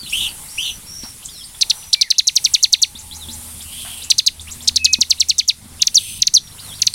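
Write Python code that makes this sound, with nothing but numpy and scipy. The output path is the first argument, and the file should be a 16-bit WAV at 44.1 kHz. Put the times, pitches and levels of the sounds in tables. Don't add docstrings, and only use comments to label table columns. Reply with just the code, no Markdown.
import sys
import numpy as np
from scipy import signal
from scipy.fft import rfft, irfft
from scipy.io import wavfile
from scipy.ndimage import uniform_filter1d, minimum_filter1d

SR = 44100
rng = np.random.default_rng(int(sys.argv[2]) if len(sys.argv) > 2 else 0)


def file_out(sig):
    cols = np.atleast_2d(sig).T
    lim = np.clip(cols, -1, 1)
    pcm = np.round(lim * 32767).astype(np.int16)
    wavfile.write(sys.argv[1], SR, pcm)


N = 306054


def amp(db):
    return 10 ** (np.asarray(db) / 20)


def evened(x):
    return x / np.sqrt(np.mean(x ** 2) + 1e-20)


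def read(points, hz):
    f, value = np.transpose(points)
    return np.interp(np.log(hz + 1), np.log(f + 1), value)


def add(mix, s, sound):
    part = mix[max(round(s * SR), 0):][:len(sound)]
    part += sound[:len(part)]


def columns(rows):
    s, *rest = np.transpose(rows)
    t = np.arange(s[0], max(s[-1], s[0] + .004), 1 / SR)
    return [s[0]] + [np.interp(t, s, c) for c in rest]


def wobble(count, hz):
    size = max(int(SR / hz / 2), 1)
    smooth = uniform_filter1d(rng.standard_normal(count), size)
    return evened(uniform_filter1d(smooth, size))


def coloured(x, points):
    gain = amp(read(points, np.fft.rfftfreq(len(x), 1 / SR)))
    return irfft(rfft(x) * gain, len(x))


def air():
    # t/s, relative level of lows/dB, of treble hiss/dB, of rumble/dB
    swell_rows = [(0.0, -49.5, -37, -36.5), (0.13, -47, -27.5, -38.5), (0.27, -43.5, -31, -35),
                  (0.52, -47.5, -30, -40.5), (0.77, -47.5, -34.5, -39), (1.53, -51, -35.5, -42),
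                  (1.76, -44.5, -30.5, -42), (2.11, -56.5, -44.5, -49.5), (2.26, -58.5, -41.5, -47),
                  (2.45, -48, -28.5, -42.5), (2.72, -54.5, -39.5, -48), (3.01, -50, -36.5, -41.5),
                  (3.34, -46.5, -30, -38.5), (3.46, -44, -29.5, -42.5), (3.61, -48.5, -30.5, -38.5),
                  (3.92, -49, -32, -41.5), (4.06, -44.5, -34.5, -39), (4.21, -54.5, -40, -42),
                  (4.39, -49.5, -38.5, -42.5), (4.56, -45.5, -32, -38), (4.72, -48, -37, -39),
                  (4.83, -56, -43, -44), (5.14, -50, -36.5, -42), (5.32, -55, -39.5, -42.5),
                  (5.47, -57, -44.5, -45.5), (5.74, -47, -38, -39.5), (6.07, -55, -34, -43),
                  (6.15, -53, -44, -38), (6.4, -54.5, -42, -42.5), (6.67, -41.5, -31, -39.5),
                  (6.82, -48, -33, -40.5), (6.94, -54, -38, -44)]
    # f/Hz, relative density/dB
    spectrum = [(12, -65), (20, 2), (86, -7), (172, -11.5), (210, -13), (347, -21), (624, -23),
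                (849, -20.5), (1000, -20.5), (2390, -26), (3950, -23.5), (6010, -25.5), (6540, -24.5),
                (9670, -17), (16000, -34.5)]
    # t/s, relative level/dB
    murmur = [(0, -74), (.27, -30), (1.45, -85), (1.74, -35), (2.05, -52), (2.84, -41), (3.03, -34),
              (3.4, -32), (3.56, -44), (4.12, -74), (6.94, -68)]
    twitter_db, twitter_follows = -41, 0.53
    frames, hz = N // 256 + 5, np.fft.rfftfreq(1024, 1 / SR)
    real, imaginary, patches = rng.standard_normal((frames, 513, 3)).T
    patches = uniform_filter1d(patches, size=12, axis=0)
    patches = evened(uniform_filter1d(patches, size=6, axis=1))
    s, lows, hiss, rumble = np.transpose(swell_rows)
    twitter = twitter_db + twitter_follows * (hiss - hiss.mean())
    t = np.arange(frames) * 256 / SR
    level_db = np.array([np.interp(t, s, c) for c in (rumble, lows, twitter, hiss)])
    shape = amp(read(spectrum, hz))
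    band = np.digitize(hz, (400, 1900, 7200))
    band_norm = np.sqrt([np.sum(shape[band == k] ** 2) for k in range(4)])
    field = amp(level_db[band]) / band_norm[band][:, None]
    field = uniform_filter1d(field, size=5, axis=0) * shape[:, None]
    murmur_band = np.exp(-((hz[:, None] - 860) / 50) ** 2)
    field += murmur_band * amp(np.interp(t, *np.transpose(murmur)) - 21.5)
    z = (real + 1j * imaginary) * field * amp(2. * patches)
    return 0.63 * signal.istft(z, nperseg=1024, noverlap=768)[1][:N]


def engines():
    # t/s, f/Hz, level before the order gains/dB
    hum_rows = [(2.6, 77.8, -54), (2.92, 79, -55), (3.0, 79.7, -46), (3.97, 79.85, -46), (4.25, 80, -61),
                (4.4, 80, -43), (5.23, 79.46, -48), (5.57, 80.1, -55), (5.85, 83.7, -45)]
    drone_rows = [(5.55, 103.7, -64), (5.622, 103.7, -47.5), (5.84, 103.8, -61), (6.052, 102.1, -47.5),
                  (6.255, 104.3, -55), (6.292, 104, -83), (6.4, 102.4, -52.5), (6.784, 97.7, -46.5),
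                  (6.94, 100.6, -53)]
    # multiple of f, gain in the hum/dB, gain in the drone/dB
    orders = [(1, 1, 1), (1.5, -37, -5), (2, -19.5, -11), (2.5, -21, -14.5), (3, -12, -33.5)]
    out = np.zeros(N)
    for which, rows in enumerate((hum_rows, drone_rows)):
        s, hz, db = columns(rows)
        turns = 2 * np.pi * np.cumsum(hz) / SR
        tone = np.zeros(len(hz))
        for k, *gains_db in orders:
            waver_db = 2.13 * k * wobble(len(hz), 2.5)
            tone += amp(gains_db[which] + waver_db) * np.sin(k * turns)
        add(out, s, np.sqrt(2) * amp(db) * tone * signal.windows.tukey(len(hz), .05))
    return out


def knocks():
    # t/s, relative level/dB, time to fall 60 dB/s
    taps = [(0.032, -31, 0.037), (1.035, -26.5, 0.049), (2.949, -34.5, 0.051), (3.285, -33, 0.25),
            (4.987, -24.5, 0.061), (5.657, -34.5, 0.044), (5.719, -32, 0.019)]
    # f/Hz, relative level/dB
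    modes = [(130, -21.5), (235, 11.5), (310, -2.5), (520, -8), (900, -5)]
    # t/s, relative level/dB, time to fall 25 dB/s
    rustles = [(1.038, -44.5, 0.087), (1.455, -61, 0.036), (1.544, -51.5, 0.053), (3.849, -41.5, 0.15)]
    out, t = np.zeros(N), np.arange(8000) / SR
    for s, db, t60 in taps:
        ring = sum(amp(d) * np.sin(2 * np.pi * hz * t) for hz, d in modes)
        add(out, s, amp(db - 10.5 - 60 * t / t60) * ring)
    for s, db, length in rustles:
        colour = [(300, -55), (700, 21.5), (3000, 13), (9000, -2), (16000, -26)]
        puff = coloured(rng.standard_normal(len(t)), colour)
        add(out, s, amp(db + 5.5 - 25 * t / length) * evened(puff))
    return out


def yard(x, t60, delay_s):
    taps = np.zeros(SR // 2)
    at = np.arange(round(delay_s * SR), len(taps) - 20, 20)
    taps[at + rng.integers(0, 20, len(at))] = rng.choice([-1., 1.], len(at))
    taps *= amp(-60 * np.arange(len(taps)) / SR / t60)
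    return signal.fftconvolve(x, taps / np.linalg.norm(taps))[:N]


def whistle(rows, share):
    s, hz, db = columns(rows)
    blur = share * np.clip(hz / 5500, 0, 1) ** 2
    fluttering_hz = hz * (1 + 0.012 * blur * wobble(len(hz), 380))
    tone = np.sin(2 * np.pi * np.cumsum(fluttering_hz) / SR)
    echo = 1 + 0.42 * np.cos(2 * np.pi * (hz * 0.001073 + rng.random()))
    fade = signal.windows.tukey(len(hz), min(0.0029 * SR / len(hz), 1))
    return s, amp(db + 4.2 * blur * wobble(len(hz), 280)) * echo * tone * fade


def far_notes():
    # t/s, rise/s, drop/s, start f/Hz, top f/Hz, start level/dB, top level/dB
    twits = [(.062, 0.054, 0, 2780, 7720, -26, -31), (1.225, 0.032, 0.0074, 2420, 8870, -38, -28),
             (2.952, .05, 0.017, 3330, 7870, -28, -32), (3.111, 0.055, 0.0083, 3250, 7460, -25.5, -33.5),
             (3.285, 0.052, 0.022, 3300, 7600, -24.5, -32.5), (3.605, 0.027, 0.0036, 2890, 8430, -28, -29),
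             (4.018, .027, 0.012, 3250, 8000, -25.5, -30.5),
             (4.395, 0.023, 0.0097, 3170, 9200, -27.5, -32.5),
             (4.472, 0.052, 0.014, 2140, 7800, -31.5, -28), (4.606, 0.026, 0.023, 3240, 8300, -29.5, -31.5)]
    # t/s, length/s, from f/Hz, to f/Hz, from level/dB, to level/dB
    glides = [(0, 0.1, 4710, 3540, -28, -46), (0.027, .011, 2950, 3670, -41, -34),
              (1.547, 0.0077, 3300, 3630, -33, -41), (0.136, 0.02, 5290, 6370, -45, -40),
              (0.27, 0.024, 3810, 4770, -42, -31), (0.486, 0.015, 4290, 5330, -34, -42),
              (1.025, 0.017, 2610, 5050, -44, -32), (1.283, 0.016, 2950, 3970, -34, -36),
              (1.293, 0.13, 5080, 3160, -43, -38.5), (1.426, 0.022, 3030, 5250, -44, -33),
              (1.445, .018, 8500, 8800, -34, -30), (1.827, 0.021, 2510, 5550, -35.5, -44),
              (2.14, 0.031, 2500, 4120, -43, -36), (2.241, 0.034, 4240, 3760, -44, -30),
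              (2.579, 0.054, 2610, 4900, -35.5, -42), (2.783, 0.023, 3000, 4120, -43, -30),
              (3.802, 0.022, 3360, 6750, -24.5, -58), (4.206, 0.049, 4600, 3900, -44, -38),
              (4.741, .014, 4500, 4340, -37, -42), (5.047, 0.0092, 3170, 4070, -40, -29),
              (5.168, .025, 1980, 4400, -52, -29), (5.342, 0.051, 4100, 3500, -48, -33),
              (5.421, 0.026, 2960, 3870, -38, -40), (5.795, 0.024, 2600, 4020, -35.5, -27),
              (6.186, 0.022, 3170, 5630, -35, -41), (6.473, .02, 3223, 5830, -34, -52),
              (6.512, .02, 3346, 4514, -40, -50), (6.58, 0.026, 2430, 5020, -42, -31),
              (6.635, 0.092, 4440, 3155, -44, -36), (6.727, 0.052, 3150, 5780, -32, -47),
              (6.78, 0.024, 5020, 2440, -40, -37)]
    # t/s, length/s, from f/Hz, middle f/Hz, to f/Hz, middle level/dB, end level/dB
    long_notes = [(.505, 0.27, 5500, 5970, 5830, -31.5, -42.5), (0.604, 0.1, 4980, 4400, 3800, -35.5, -36),
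                  (0.864, 0.25, 5520, 5600, 5470, -36, -44), (0.891, .2, 5820, 6000, 5900, -37.5, -49),
                  (.9, 0.23, 5760, 5700, 5720, -44, -43), (1.296, 0.13, 5710, 5700, 5550, -48, -51),
                  (1.33, .18, 5400, 5230, 5180, -42, -54), (1.638, 0.27, 5780, 5880, 5870, -39, -44),
                  (1.944, .146, 2320, 2247, 1655, -37, -43), (3.191, .065, 4260, 3800, 3150, -34.5, -39),
                  (4.789, .2, 2603, 2545, 2530, -27, -44), (5.986, 0.25, 6220, 6160, 6180, -39, -51),
                  (6.408, 0.13, 5900, 5620, 5500, -43.5, -57), (6.596, 0.19, 5560, 5610, 5640, -45, -43)]
    knee_time, knee_pitch, knee_db = .52, .3, -10.5
    drop_hz, drop_db = 3200, -12.5
    for s, rise, drop, hz, top_hz, db, top_db in twits:
        knee = (s + knee_time * rise, hz + knee_pitch * (top_hz - hz), (db + top_db) / 2 + knee_db)
        path = [(s, hz, db), knee, (s + rise, top_hz, top_db)]
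        if drop > .005:
            path.append((s + rise + drop, drop_hz, top_db + drop_db))
        yield path, 1
    for s, length, hz, to_hz, db, to_db in glides:
        yield [(s, hz, db), (s + length, to_hz, to_db)], 1
    u = np.linspace(0, 1, num=12)
    arc = np.array([(1 - u) * (1 - 2 * u), 4 * u * (1 - u), u * (2 * u - 1)]).T
    for s, length, hz, mid_hz, to_hz, db, end_db in long_notes:
        path = [s + length * u, arc @ (hz, mid_hz, to_hz), arc @ (db - 6.5, db, end_db)]
        yield np.array(path).T, .75


def hoarse(rows):
    s, hz, db, rough = columns(rows)
    rough = np.clip(rough, 0, 1)
    beat = 2 * np.pi * np.cumsum(150 * (1 + .17 * wobble(len(hz), 40.3))) / SR
    shake = 0.16 * np.sin(beat) + 0.0336 * wobble(len(hz), 285)
    turns = 2 * np.pi * np.cumsum(hz * (1 + rough * shake)) / SR
    tone = np.sin(turns)
    for order, order_db in ((2, -16.5), (3, -15.5), (4, -22.0)):
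        tone += amp(order_db) * np.sin(order * turns)
    throb = 1 + rough * (0.16 * np.cos(beat) + 0.32 * wobble(len(hz), 350))
    return s, np.sqrt(2) * amp(db) * throb * tone


def hoarse_path(s, body, db):
    # t/s, f/Hz, relative level/dB, roughness (0-1)
    slide = [(0, 2200, -19.5, 0), (.01, 2730, 0.5, 0.04), (.019, 3045, -7, 0.2), (.031, 3140, -8.5, 0.23)]
    # share of its length, f/Hz, relative level/dB, roughness (0-1)
    body_rows = [(.53, 3365, -7.5, .98), (0.861, 2973, -10.5, 0.54), (0.969, 2900, -45, 0.84)]
    shape = slide + [(slide[-1][0] + share * body, *rest) for share, *rest in body_rows]
    return np.array(shape) + (s, 0, db, 0)


def scold(rows):
    # f/Hz, relative density/dB
    throat = [(2000, -34), (2500, -7), (2900, -7), (3150, -4.5), (3400, -5.5), (3900, -9.5), (4600, -12.5),
              (6900, -22.5), (7800, -10.5), (8500, -3.5), (9200, -7), (10000, -4.5), (10350, -0.5),
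              (10700, -31), (11400, -13), (13500, -14.5), (16000, -23)]
    s, db = columns(rows)
    noise = rng.standard_normal(len(db)) * amp(2.9 * wobble(len(db), 180))
    return s, amp(db + 12.0) * evened(coloured(noise, throat)) * signal.windows.tukey(len(db), .6)


def head(s):
    # t/s, f cancelled by the near reflection/Hz, depth (0-1), upper half over the lower/dB
    turns = [(1.62, 5000, .05, -6.5), (2.19, 5100, .05, -4), (2.27, 4980, 0.53, 2.5), (2.82, 5170, 1, 3),
             (4.1, 5380, 0.87, -1.5), (4.19, 5570, .98, -0.5), (4.27, 5620, .98, 1.5),
             (4.68, 6000, .98, 0.8), (4.77, 6020, .98, 6.5), (4.85, 5700, .98, 7), (4.93, 4910, 0.54, 2.5),
             (5.478, 5130, 0.2, -2), (5.82, 5170, 0.7, 1.4), (6.27, 5200, 0.67, 1.3),
             (6.86, 5200, 0.9, 2.3)]
    at, *cols = np.transpose(turns)
    return [np.interp(s, at, c) for c in cols]


def chip(s, start_hz, top_hz, mid_hz, end_hz, rise_ms, fall_ms, effort_db, flick_db, notch_hz, depth, tilt_db, sag):
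    # f/Hz, gain/dB
    beak = [(1700, -14.5), (2200, -25.5), (2700, -17), (3200, -17), (3700, -5.5), (4300, 0.5), (5000, -3.5),
            (6000, 3), (6600, -6.5), (7200, -8.5), (7800, -8.5)]
    # f/Hz, gain/dB
    overtone = [(3500, -23), (5500, -36.5), (7000, -36), (8500, -29.5), (10000, -22), (11500, -31.5),
                (13000, -25), (16000, -83)]
    # f/Hz, gain/dB
    flick_overtone = [(4500, -12), (5500, -5), (7000, -9.5), (8000, -6), (9500, -14.5), (11000, -32),
                      (16000, -55)]
    # f/Hz, relative density/dB
    breath_colour = [(2500, -15), (6000, 4), (9500, 0.5), (12500, -12), (15500, -3.5)]
    t = np.arange(-rise_ms / 1000, fall_ms / 1000, 1 / SR)
    u = np.clip((t * 1000 - 1.2) / (fall_ms - 1.2), 0, 1)
    top, mid, end = np.log([top_hz, mid_hz, end_hz])
    fall = top * (1 - u) * (1 - 2 * u) + 4 * mid * u * (1 - u) + end * u * (2 * u - 1)
    fall -= sag * (1 - u) * np.sin(2 * np.pi * u) / 4
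    pitch = np.where(t < 0, top - np.log(start_hz / top_hz) * t * 1000 / rise_ms, fall)
    rounded = uniform_filter1d(uniform_filter1d(pitch, size=50), size=50)
    hz = np.exp(rounded)
    turns = 2 * np.pi * (np.cumsum(hz) / SR + rng.random())

    rising = 1 / (1 + np.exp(t / 0.0024))
    swell_db = -14. * np.clip(-t * 1000 / rise_ms, 0, 1) ** 2
    flutter_db = 2.1 * wobble(len(t), 400)
    cancel = 1 - np.clip(depth, 0, 1) * np.exp(-((hz - notch_hz) / 260) ** 2)
    beak_db = read(beak, hz) + tilt_db * np.tanh((hz - 5100) / 500) / 2
    sound = amp(beak_db + flick_db * rising + swell_db + flutter_db) * cancel * np.sin(turns)
    for order, db in ((2, 1.0), (3, -11.0)):
        level = rising * amp(read(flick_overtone, order * hz) + 0.33 * flick_db + swell_db)
        level += amp(read(overtone, order * hz))
        level *= amp(db + 2.8 * wobble(len(t), 390))
        sound += level * np.sin(order * turns) * (order * hz < .45 * SR)
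    breath = evened(coloured(rng.standard_normal(len(t)), breath_colour))
    sound += amp(-24.5 + swell_db) * breath * np.exp(-((t - .004) / 0.01) ** 2)
    edges = np.clip((t - t[0]) / .0025, 0, 1) ** 2 * np.clip((t[-1] - t) / .004, 0, 1)
    return s + t[0], amp(effort_db) * sound * edges


def song():
    # t of the top/s, start f/Hz, top f/Hz, rise/ms, fall/ms, effort level/dB,
    # flick level re the fall/dB, sag of the fall (0-1)
    trill = [(1.6179, 1940, 6320, 9.4, 19.5, -4, -3.5, 0.7), (1.7025, 2530, 6030, 6.8, 18.6, -4.5, -3, 0.6),
             (1.9357, 2270, 5870, 9.3, 17.3, -3, 1, 0.66),
             (2.0153, 2820, 6220, 6.1, 20.4, -4.5, -0.5, 0.75),
             (2.1058, 2980, 6210, 4.1, 21.6, -4, -2.5, 0.54), (2.1854, 3550, 6880, 4.5, 25.4, -4.5, 6, .6),
             (2.273, 3500, 7660, 4.2, 31.2, -2.5, -9, 0.22), (2.3583, 5070, 7990, 5, 31.6, -1.5, -21, 0.1),
             (2.4452, 4000, 7690, 4.6, 33.2, -2, -15, 0.36), (2.537, 6280, 7830, 2.45, 33, 0, -24, 0.42),
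             (2.6315, 4930, 7680, 5.4, 32.8, -1, -10, 0.44), (2.725, 6740, 7800, 3.4, 32, 2, -44, 0.17),
             (2.8208, 5310, 7890, 5.2, 34.4, -0.5, -16, 0.19), (4.1076, 2190, 5970, 8.4, 18, 1.5, -7, 0.42),
             (4.1855, 2690, 6530, 5.9, 22.3, -2.3, -10, 0.7), (4.2682, 3030, 6950, 7.1, 24.7, -2, -8, 0.76),
             (4.6819, 1992, 6490, 9.7, 16.8, -2.5, -1, 0.65),
             (4.7629, 2530, 6370, 5.8, 21.8, -2.5, -2, 0.43), (4.8472, 3640, 7450, 4.2, 29, 1, -10.5, .55),
             (4.9302, 4970, 7460, 3.4, 30, -2, -7, .41), (5.0091, 5280, 7810, 3.9, 29.7, -1.5, -16, .48),
             (5.1017, 5860, 7860, 6, 33.8, -2.1, -20, 0.33),
             (5.2001, 6170, 7860, 4.4, 34.6, -2.1, -16, 0.31), (5.2912, 4670, 7860, 7.5, 36, -4, -9, 0.3),
             (5.3837, 3470, 7880, 3.2, 35.6, -5.5, -1, 0.03), (5.4813, 5470, 7400, 5.1, 37.2, -4, -10, 0.1)]
    # t of the top/s, top f/Hz, f halfway down/Hz, effort level/dB, flick level re the fall/dB
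    ticks = [(5.8176, 7310, 3565, -1.2, -8), (5.8679, 7240, 3840, -1.5, -14),
             (6.2183, 7100, 3600, -1.7, -7), (6.2685, 7000, 3760, -1.8, -10), (6.8172, 7220, 3390, -1, 0),
             (6.8655, 7490, 3870, 0.7, -32)]
    slurs = [(5.949, 7170, 4500, -2.5, -8), (6.3424, 6840, 4590, -2, -6), (6.9435, 7050, 4520, 1.5, -11.5)]
    # start f/Hz, end f/Hz, rise/ms, fall/ms
    tick_shape = (4400, 1704, 0.45, 19.1)
    slur_shape = (3400, 3010, 6.55, 44)
    halfway_hz = 3586
    for s, start_hz, top_hz, rise_ms, fall_ms, effort_db, flick_db, sag in trill:
        end_hz = 1782 + 16.5 * (fall_ms - 25)
        yield (s, start_hz, top_hz, halfway_hz, end_hz, rise_ms, fall_ms, effort_db, flick_db,
               *head(s), sag)
    for rows, (start_hz, end_hz, rise_ms, fall_ms) in ((ticks, tick_shape), (slurs, slur_shape)):
        for s, top_hz, mid_hz, effort_db, flick_db in rows:
            yield (s, start_hz, top_hz, mid_hz, end_hz, rise_ms, fall_ms, effort_db, flick_db,
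                   *head(s), 0)


def scene():
    # t/s, body length/s, relative level/dB
    hoarse_calls = [(.124, .14, -14.5), (.576, 0.12, -17)]
    # t/s, length/s, relative noise level/dB, relative voice level/dB
    scolds = [(0.058, .26, -44.5, -36.5), (3.644, 0.46, -47, -38), (5.917, 0.32, -44, -42)]
    # share of its length, f/Hz, relative level/dB, roughness (0-1)
    scold_arch = [(0, 2750, -12.5, .55), (0.302, 3280, 0.5, 0.4), (0.699, 3110, -6, 0.5),
                  (1, 2750, -10, .55)]
    bird, others = np.zeros(N), np.zeros(N)
    for row in song():
        add(bird, *chip(*row))
    for rows, blur in far_notes():
        add(others, *whistle(rows, blur))
    for row in hoarse_calls:
        add(others, *hoarse(hoarse_path(*row)))
    for s, length, db, voice_db in scolds:
        voice = np.array(scold_arch) * (length, 1, 1, 1) + (s, 0, voice_db, 0)
        add(others, *hoarse(voice))
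        add(others, *scold([(s, db), (s + length, db)]))
    walls = amp(-19.0) * yard(bird, 0.041, 0.0036)
    walls += amp(-25.5) * yard(bird, 0.19, 0.014)
    walls += amp(-4.0) * yard(others, 0.13, 0.0035)
    return (bird + others + walls + air() + engines() + knocks())[None]


def record(dry):
    edge_hz = 16230
    peak = -minimum_filter1d(-abs(dry), size=41)
    held = dry / uniform_filter1d(np.maximum(peak, 1), size=41)
    low_pass = signal.firwin(511, edge_hz, window=("kaiser", 9), fs=SR)
    return signal.oaconvolve(held, low_pass[None], "same")


dry = scene()
out = record(dry)
file_out(out)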